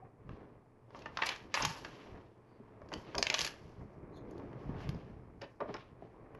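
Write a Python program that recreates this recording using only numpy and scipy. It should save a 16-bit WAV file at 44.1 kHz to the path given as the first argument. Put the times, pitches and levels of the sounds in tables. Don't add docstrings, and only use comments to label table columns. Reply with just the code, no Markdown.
import sys
import numpy as np
from scipy import signal
from scipy.io import wavfile
from scipy.ndimage import uniform_filter1d

SR = 44100
rng = np.random.default_rng(int(sys.argv[2]) if len(sys.argv) > 2 else 0)


def inscribe(sig):
    pcm = np.round(np.clip(np.atleast_2d(sig).T, -1, 1) * 32767)
    wavfile.write(sys.argv[1], SR, pcm.astype(np.int16))


def to_linear_factor(level_db):
    exponent = np.asarray(level_db, float) / 20
    return 10 ** exponent


N = 281975

# (pitch [Hz], width [Hz], level [dB])
BRICK_MODES = [(1150, 650, -14), (1730, 570, -9.5), (2400, 1400, 1), (2940, 1100, -3.5), (4200, 2400, 1.5),
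               (5200, 2500, -6), (6400, 1400, -9), (11000, 9900, -12.5)]
# (frequency [Hz], gain [dB])
MIX_COLOUR = [(20, -7), (5500, -0.5), (6500, -6), (7700, -12.5), (8100, -23.5), (9500, -21), (9800, -17),
              (11500, -9), (12300, -42.5), (13000, -59.5)]
# (time [s], level [dB])
SLEEVE_PRESSURE = [(0, -55.5), (.12, -65), (.3, -55), (.43, -52), (.62, -62.5), (.85, -64), (1.0, -51.5),
                   (1.3, -56), (1.6, -56), (2.17, -51), (2.31, -62.5), (3.05, -51.5), (3.5, -52.5),
                   (3.6, -57), (4.8, -47.5), (5.55, -62.5), (6.0, -58), (6.39, -52)]


def read(points, hz):
    f, value = np.transpose(points)
    return np.interp(np.log(hz + 1), np.log(f + 1), value)


def evened(x):
    return x / np.sqrt(np.mean(x ** 2) + 1e-20)


def add(mix, s, sound):
    part = mix[round(s * SR):][:len(sound)]
    part += sound[:len(part)]


def colour(x, db_of_hz, size=2048):
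    gain_db = np.maximum(db_of_hz(abs(np.fft.fftfreq(size, 1 / SR))), -100)
    log_gain = np.log(to_linear_factor(gain_db))
    taps = np.fft.ifft(np.exp(np.conj(signal.hilbert(log_gain)))).real[:size // 2]
    return signal.oaconvolve(x, taps)[:len(x)]


def passed(x, hz, kind="low"):
    return signal.sosfilt(signal.butter(2, hz, kind, fs=SR, output="sos"), x)


def ring(x, modes):
    t = np.arange(1500) / SR
    taps = np.zeros(len(t))
    for hz, width, db in modes:
        taps += to_linear_factor(db) * np.exp(-np.pi * width * t) * np.sin(2 * np.pi * hz * t)
    return signal.oaconvolve(x, taps)[:len(x)]


def grit(count, per_s, spread_db):
    draw, sign = rng.random(count), rng.standard_normal(count)
    size = rng.exponential(1, count)
    return (draw < per_s / SR) * sign * to_linear_factor(spread_db * np.minimum(size, 4))


def sleeve_gain():
    s, db = np.transpose(SLEEVE_PRESSURE)
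    return to_linear_factor(np.interp(np.arange(N) / SR, s, db))


def swells(s, hold, db, rise, fall):
    coarse = np.arange(0, N + 64, 64)
    t = coarse[:, None] / SR - s
    gain = to_linear_factor(db - rise * np.maximum(-t, 0) - fall * np.maximum(t - hold, 0))
    return np.interp(np.arange(N), coarse, np.sqrt((gain ** 2).sum(axis=1)))


def room_tone():
    # (frequency [Hz], density [dB per Hz])
    tone = [(12, -31), (20, -2), (59, -38), (113, -0.5), (178, -21), (323, -13.5), (635, -30.5), (832, -19),
            (927, -22.5), (1090, -24.5), (3880, -50), (10500, -48.5), (12700, -56.5), (16600, -97),
            (22000, -120)]
    # (pitch [Hz], rms level [dB], width of the wavering [Hz])
    hum = [(120, -65, 20), (240, -76, 20)]
    noise = rng.standard_normal(N)
    hiss = colour(noise, lambda hz: read(tone, hz) - read(MIX_COLOUR, hz), size=16384)
    out = to_linear_factor(-55) * evened(hiss)
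    t = np.arange(N) / SR
    for hz, db, width in hum:
        waver = evened(signal.lfilter([1], [1, -np.exp(-np.pi * width / SR)], rng.standard_normal(N)))
        out += to_linear_factor(db) * np.sqrt(2) * (1 + 0.57 * waver) * np.sin(2 * np.pi * hz * t)
    return out


def hand_thuds():
    # (time [s], level [dB], hold [s])
    thumps = [(0.04, -53, 0.024), (0.291, -45, 0.049), (0.575, -58, 0.028), (1.135, -50, 0.015),
              (1.45, -52, 0.016), (1.648, -39, 0.03), (1.83, -52, 0.037), (2.132, -45, 0.011),
              (2.264, -57, 0.0092), (2.837, -49, 0.009), (2.974, -48, .01), (3.064, -74, .01),
              (3.185, -41.5, 0.007), (3.296, -47.5, .01), (3.427, -47.5, 0.018), (3.651, -46, 0.01),
              (3.79, -46.5, 0.076), (3.99, -48, 0.65), (4.677, -40, 0.29), (5.067, -45, 0.1),
              (5.214, -53, 0.21), (5.647, -55, 0.017), (5.732, -49, 0.026), (5.932, -53, .01),
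              (6.028, -52, 0.028), (6.2, -62.5, 0.19)]
    # (frequency [Hz], gain [dB])
    thud_colour = [(20, -10.5), (40, 2.5), (70, 1.5), (130, 2), (200, -4), (400, -15.5), (1000, -67)]
    s, db, hold = np.transpose(thumps)
    leaning = swells(s, hold, db, rise=220, fall=300)
    gain = np.hypot(to_linear_factor(-5) * sleeve_gain(), leaning)
    return gain * evened(colour(grit(N, 700, 1.4), lambda hz: read(thud_colour, hz), size=16384))


def sleeve_rub():
    # (time [s], level [dB])
    jerks = [(.05, -52.5), (.3, -52), (.98, -55), (1.07, -54), (1.18, -65), (1.64, -51), (1.85, -47),
             (2.148, -47), (2.599, -68), (2.935, -41.5), (3.082, -48.5), (3.149, -44), (3.2, -47),
             (3.809, -49.5), (4.4, -58), (4.747, -46), (5.431, -45.5), (5.612, -38.5), (5.691, -38),
             (5.747, -42.5), (6.029, -58), (6.25, -62.5)]
    # (frequency [Hz], density [dB per Hz])
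    wash_colour = [(90, -43.5), (150, -4), (300, -1), (420, -1.5), (680, -8), (1100, -13), (1400, -18),
                   (2400, -25), (2800, -37.5), (4500, -55), (8000, -76.5)]
    # (pitch [Hz], width [Hz], level [dB])
    table_modes = [(444, 8.1, 20.5), (575, 57, -6), (751.7, 130, -18.5), (928, 19, 2.5), (1060, 40, 8),
                   (2000, 510, 2.5)]
    s, db = np.transpose(jerks)
    press = np.hypot(sleeve_gain(), swells(s, 0, db, rise=1500, fall=280))
    grains = grit(N, 5000, 1.5)
    wash = evened(colour(grains, lambda hz: read(wash_colour, hz), size=4096))
    return press * evened(wash + 0.16 * evened(ring(grains, table_modes)))


def finger_strokes():
    # (time [s], hold [s], scrape [dB], fine grit [dB], fade [dB per s])
    strokes = [(0.316, 0.018, -70, -88, 90), (0.969, 0.051, -62.5, -70, 199), (1.08, .005, -61, -80, 400),
               (1.168, 0.023, -67, -65, 303), (1.236, 0.083, -43.5, -66, 200),
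               (1.276, 0.007, -43, -46, 153), (1.631, 0.0098, -36.5, -64, 398),
               (1.644, 0.059, -47.5, -45, 89), (1.88, 0.15, -60.5, -70, 64.5),
               (2.469, 0.33, -82.5, -92.5, 62), (2.952, 0.038, -64, -62, 122),
               (3.074, 0.062, -59, -90, 198), (3.216, 0.083, -75, -53, 199.5),
               (3.337, 0.0088, -44, -62, 304), (3.39, 0.052, -40.5, -39.5, 203.5),
               (3.525, 0.087, -69.5, -69.5, 47), (4.293, 0.17, -75, -79.5, 56),
               (4.594, 0.42, -70, -77.5, 89.5), (4.802, 0.041, -60, -68, 67), (5.435, .01, -84, -75, 65),
               (5.616, 0.087, -88, -85, 99), (5.739, 0.064, -62, -78, 143.5), (6.03, 0.021, -76.5, -88, 61),
               (6.352, .03, -80.5, -87, 70)]
    fine_colour = [(2500, -38.5), (4300, 0), (13000, -2.5)]  # (frequency [Hz], gain [dB])
    resting_db, rise, rustle_ms = -94.5, 250, 25
    s, hold, scrape_db, fine_db, fade = np.transpose(strokes)
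    slide = to_linear_factor(resting_db) + swells(s, hold, scrape_db, rise, fade)
    slip = to_linear_factor(resting_db) + swells(s, hold, fine_db, rise, fade)
    scrape = evened(ring(grit(N, 6000, 1.3), BRICK_MODES[1:4]))
    fine = evened(colour(grit(N, 5800, 0.95), lambda hz: read(fine_colour, hz)))
    smooth = round(rustle_ms * SR / 1000)
    drift = uniform_filter1d(uniform_filter1d(rng.standard_normal((2, N)), smooth), smooth)
    rustle = to_linear_factor(1.2 * evened(drift))
    return slide * scrape * rustle[0] + slip * fine * rustle[1]


def skids():
    # (middle [s], peak [dB], pitch [Hz], length [ms])
    short_skids = [(2.9395, -37, 2950, 6), (2.9395, -40, 4800, 6), (5.4185, -55, 5300, 7),
                   (5.7435, -48, 5300, 5), (3.229, -26, 2720, 5), (3.2705, -31, 2340, 5),
                   (3.302, -31, 2340, 5), (4.948, -62, 4900, 6), (4.312, -62, 6600, 6),
                   (.03, -54.5, 757, 46), (4.175, -66, 3600, 50), (4.17, -71, 4100, 120),
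                   (1.6245, -34.5, 5200, 11.6), (1.6245, -32, 6440, 9.2), (3.1828, -31, 5000, 9.1),
                   (3.1828, -35, 6230, 8)]
    rasps = [(1.224, -24, 2430, 14), (1.268, -34.5, 4040, 21), (1.31, -40.5, 2140, 49),
             (1.58, -35, 2347, 74), (2.966, -40, 400, 22), (4.1, -46, 337, 280), (4.27, -43, 339, 330),
             (4.42, -40.5, 332, 260), (5.442, -52.5, 2900, 37), (5.62, -54.5, 1500, 26),
             (5.702, -61.5, 3030, 87), (2.0, -62, 2300, 110), (2.13, -64, 1800, 150), (1.77, -50, 1200, 90),
             (4.86, -58, 2200, 120), (5.81, -60, 3000, 70)]
    squeaks = [(.965, -65, 5700, 37), (1.266, -32.5, 9200, 22), (1.59, -41, 9450, 114),
               (3.432, -47, 10100, 196), (1.293, -40, 9500, 5), (2.94, -48, 10000, 6),
               (5.419, -60, 9500, 8), (1.652, -33, 10500, 5), (3.393, -37, 10000, 4.9),
               (3.41, -34.5, 10500, 4), (3.417, -34.5, 10500, 4), (3.428, -43, 10550, 4),
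               (3.45, -32, 10500, 7.2), (3.467, -36, 10000, 4.6), (4.17, -66, 11300, 43),
               (4.31, -54, 11400, 4.1), (4.384, -56, 11500, 4.4), (4.893, -47.5, 11250, 6.5),
               (6.35, -62.5, 11210, 11)]
    whines = [
        (2.53, -86, 4550, 200),
        (4.172, -70, 6600, 20),
        (4.175, -76, 6600, 130),
    ]
    kinds = [(short_skids, 0.07), (rasps, 0.68), (squeaks, 0.3), (whines, 0.07)]
    out = np.zeros(N)
    for rows, share in kinds:
        for s, db, hz, ms in rows:
            slips = rng.standard_normal(round(ms * SR / 1000))
            mode = [(hz, 1.5 * share * hz, 0)]
            skid = evened(ring(ring(slips, mode), mode))
            add(out, s - ms / 2000, to_linear_factor(db) * skid * np.hanning(len(slips)))
    return out


def snap(db, knock_db, knock_hz, ms, tilt_db, ring_hz, chance):
    t = np.arange(len(chance)) / SR
    blows = 0.15 * chance * np.exp(-t / (np.clip(ms, .3, 12) * .0007))
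    blows[0] += 3 / max(ms, 1.5)
    late = round(1.9 * SR / 1000 + 8 * np.tanh(chance[-20]))
    reflections = [.7] + [0] * 10 + [-.5] + [0] * 15 + [.4]
    blows[late:] += to_linear_factor(-5.5) * signal.lfilter(reflections, 1, blows[:-late])

    detune = 1 + .04 * np.tanh(chance[-len(BRICK_MODES):])
    tilt_db = np.clip(tilt_db, -20, 14)
    modes = []
    for (hz, width, level), k in zip(BRICK_MODES, detune):
        near_db = 7 * np.exp(-(np.log2(hz / ring_hz) / 0.75) ** 2)
        modes.append((hz * k, width, level + near_db + tilt_db * np.log2(hz / 3000)))
    brick = passed(ring(blows, modes), min(1400, 0.78 * ring_hz), "high")
    brick = passed(brick, np.clip(9100 * 2 ** (tilt_db / 14), 4000, .45 * SR))

    push = np.gradient(uniform_filter1d(blows, size=12, origin=5))
    partials = [(.68, -2), (1, 0), (1.45, -6), (2.1, -11)]  # (pitch ratio, level [dB])
    knock = ring(push, [(knock_hz * k, .3 * knock_hz * k, g) for k, g in partials])
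    return to_linear_factor(db) * (brick / abs(brick).max() + to_linear_factor(knock_db) * knock / abs(knock).max())


def bricks():
    # (time [s], tick peak [dB], knock above tick [dB], knock pitch [Hz], brightness [dB per octave])
    knocks = [(0.2927, -39.5, 0.5, 434, -28), (0.9061, -48, 4, 560, -11), (0.9476, -42, 7, 433, -26),
              (2.15, -78, 28, 349, -1), (2.817, -62, 25, 574, -1), (2.86, -60, 18, 350, -3),
              (2.9185, -40.5, 10, 930, -4), (3.1467, -42, 16.5, 1000, -6), (3.9598, -69, 4.5, 351, 2),
              (4.3104, -55.5, 5, 416, 10), (4.3798, -44, 7.5, 419, 15), (4.608, -60, 4, 600, 2),
              (4.946, -54, 21.5, 463, 8), (5.6051, -48.5, 16, 685, -22)]
    # (time [s], peak [dB], knock pitch [Hz], chatter [ms], brightness [dB per octave])
    taps = [(0.991, -44, 444, 5.1, 18), (1.219, -33, 1080, 3.5, -2), (1.3614, -31.5, 1280, 3.1, 7),
            (1.55, -25, 1150, 13, 17), (1.848, -30, 1260, 5, -1), (2.8881, -45, 1000, 4, 8),
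            (2.9287, -34, 420, 3.8, -2), (3.151, -26, 587, 2, -6), (3.1815, -18.5, 635, 5.3, 14),
            (3.7943, -62, 502, 2.7, 4.5), (4.5308, -52, 570, 2.7, -16), (4.805, -38, 413, 1.2, -21),
            (5.4123, -47.5, 563, 2.1, -8.5), (5.4153, -36, 381, 14, -7.5), (5.7418, -28, 1150, 2, -3),
            (6.3488, -43.5, 825, 3.5, -23)]
    # (time [s], peak [dB], chatter [ms], brightness [dB per octave], strongest ring [Hz])
    clicks = [(1.0203, -44, 4.7, -7, 5000), (1.058, -39, 4, -4, 1800), (1.1728, -20, 2.6, -10.5, 2500),
              (1.223, -26, 1.8, -4, 2900), (1.2344, -22, 2.7, -9.5, 1510), (1.2908, -17, 4.1, 0.5, 3150),
              (1.541, -17, 8.5, 9, 2620), (1.6504, -12, 4.5, 14, 6000), (2.9377, -26, 2, 12, 5500),
              (4.8917, -29, 1.2, -2, 3000), (4.398, -56, 2, 3, 3000), (4.808, -54, 4.4, 8.5, 5000),
              (5.766, -41, 4.6, -7, 3466), (3.152, -23.5, 2.46, 14.5, 5000), (4.531, -54, 1.8, -8, 1900)]
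    rattle = [(3.2271, -6.5, 2.2, 6, 4500), (3.2685, -13.5, 2.6, 1, 2400), (3.3005, -11.5, 2.9, 2, 2400),
              (3.3279, -27, 3.1, -3, 2400), (3.342, -10, 2.6, 6, 5300), (3.3451, -18, 5.5, 0.5, 2400),
              (3.3843, -22.5, 1.6, 0, 4500), (3.391, -14, 2.6, 8, 5500), (3.4085, -14.5, 1.6, 6, 5500),
              (3.415, -14, 3.3, 8.5, 5100), (3.426, -25, 3.5, 5, 4000), (3.447, -19.5, 4, 6, 5100),
              (3.4505, -20.5, 3.5, 7.5, 5100), (3.4655, -21.5, 3.3, 5, 5100), (3.4745, -24.5, 3.8, 8, 4560),
              (3.481, -36, 2.5, 5, 4500)]
    kinds = [
        [(s, db, knock, hz, 2.5, tilt, hz) for s, db, knock, hz, tilt in knocks],
        [(s, db, -7, hz, ms, tilt, hz) for s, db, hz, ms, tilt in taps],
        [(s, db, -30.5, 1000, *shape) for s, db, *shape in clicks],
        [(s, db, -13.5, 950, *shape) for s, db, *shape in rattle],
    ]
    out = np.zeros((5, N))
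    for rows in kinds:
        for k, (s, *blow) in enumerate(rows):
            add(out[k % 5], s, snap(*blow, rng.standard_normal(3000)))
    return out


def scuffs():
    # (time [s], peak [dB], middle
    # pitch [Hz], decay [ms])
    drops = [(.9455, -42.5, 890, 15), (1.059, -32, 900, 4.9), (1.1717, -23, 1320, 3.3),
             (1.1885, -27.5, 1200, 5.3), (1.203, -33, 1050, 2.8), (1.2228, -19, 1150, 3),
             (1.233, -26.5, 1280, 6), (1.25, -39, 1730, 6), (1.549, -26, 1000, 7), (1.564, -41, 1000, 6.5),
             (1.5744, -20, 1060, 2.3), (1.599, -26, 1030, 7.9), (1.615, -27.5, 1150, 8.1),
             (1.65, -19.5, 1110, 4), (1.695, -38, 1200, 5.7), (2.679, -56.5, 1060, 14.5),
             (2.819, -42, 720, 3), (2.919, -33, 930, 9), (2.925, -35, 600, 4), (3.1467, -29.5, 920, 4.4),
             (3.157, -31.5, 570, 6.7), (3.187, -30, 600, 5), (4.127, -53, 907, 5), (4.398, -42.5, 900, 3.3),
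             (4.688, -46, 1090, 22), (4.752, -47, 1100, 46), (4.81, -52, 2300, 47), (5.414, -39, 480, 18),
             (5.417, -43, 1800, 14), (5.6045, -28, 757, 6.4), (5.618, -28.5, 446, 11.4),
             (5.636, -41, 700, 6.8), (5.655, -36, 593, 8.7), (5.686, -34, 420, 14), (5.744, -32, 1250, 8),
             (6.0232, -36, 470, 3), (1.545, -26.5, 2600, 14), (5.071, -60.5, 2000, 58),
             (4.53, -51, 1800, 3), (1.848, -41, 1500, 7.2), (3.3, -35, 800, 57), (1.32, -43.5, 1750, 16),
             (4.558, -34, 130, 3), (4.693, -27.5, 130, 4.7), (4.892, -28, 144, 3.1), (5.624, -38, 200, 22),
             (2.951, -37.5, 170, 14), (1.627, -29.5, 140, 16), (1.651, -28.5, 120, 22),
             (1.5415, -28, 800, 4), (1.058, -35, 2000, 5), (2.9385, -31, 1060, 2.5), (2.6, -42.5, 300, 2.3),
             (5.61, -32, 530, 6), (1.291, -30, 1000, 4), (3.191, -33, 350, 3.3)]
    # (pitch [Hz], width [Hz], level [dB])
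    plate_modes = [(126, 40, 1.5), (160, 45, -0.5), (245, 31, -0.5), (407, 38, 0.5), (570, 55, -3.5),
                   (636, 83, 2.5), (930, 52, 0.5), (1072, 78, 1.5), (1209, 65, -5), (1380, 140, 2),
                   (1760, 90, 3), (2300, 120, -6), (2700, 140, -2), (2960, 120, -7.5)]
    out = np.zeros((5, N))
    t = np.arange(6000) / SR * 1000
    for k, (s, db, hz, ms) in enumerate(drops):
        chance = rng.standard_normal(len(t))
        slips = chance * np.minimum(t / 2.9, 1) * np.exp(-t / max(ms, .5))
        slips[0] = -4 / max(ms, 1) * np.sqrt(SR / 1000)
        modes = []
        for (f, width, level), c in zip(plate_modes, chance[::-1]):
            tuned = f * (1 + .025 * np.tanh(c))
            away_db = 8.7 * (np.log2(tuned / hz) / .6) ** 2
            modes.append((tuned, width, level - away_db))
        shake = passed(ring(slips, modes), [.5 * hz, min(6 * hz, 9000)], "band")
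        add(out[k % 5], s, to_linear_factor(db) * shake / abs(shake).max())
    return out


def room(x):
    # (frequency [Hz], time to fall 60 dB [s])
    decay = [(250, 0.27), (700, 0.47), (1800, 0.38), (4600, 0.17), (10000, 0.13)]
    t = np.arange(SR // 2) / SR
    taps = rng.standard_normal(len(t)) * np.clip(t / 0.0035 - .6, 0, 1)
    hz, t, z = signal.stft(taps, SR, nperseg=128)
    t60 = np.maximum(read(decay, hz), .03)[:, None]
    tail = signal.istft(z * to_linear_factor(-60 * t / t60), SR, nperseg=128)[1]
    return signal.oaconvolve(x, tail / np.linalg.norm(tail))[:N]


def scene():
    bed = room_tone() + hand_thuds() + sleeve_rub() + finger_strokes()
    skidding = skids()
    spots = bricks()
    spots[0] += skidding
    spots = passed(spots, 330, "high")
    spots += scuffs()
    echoes = sum(room(spot) for spot in spots)
    return (bed + spots.sum(axis=0) + to_linear_factor(-11.0) * echoes)[None]


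def roll_off(x):
    return signal.sosfilt(signal.butter(12, 12890, fs=SR, output="sos"), x)


def record(dry):
    # (frequency [Hz], gain [dB])
    table_path = [(850, 0), (1150, 0.5), (1400, -3), (1750, -1), (2350, -2), (2650, -1), (3600, -2.5),
                  (4600, -0.5)]
    mix = colour(dry[0], lambda hz: read(MIX_COLOUR, hz) + read(table_path, hz))[None]
    return roll_off(mix)


dry = scene()
out = record(dry)
inscribe(out)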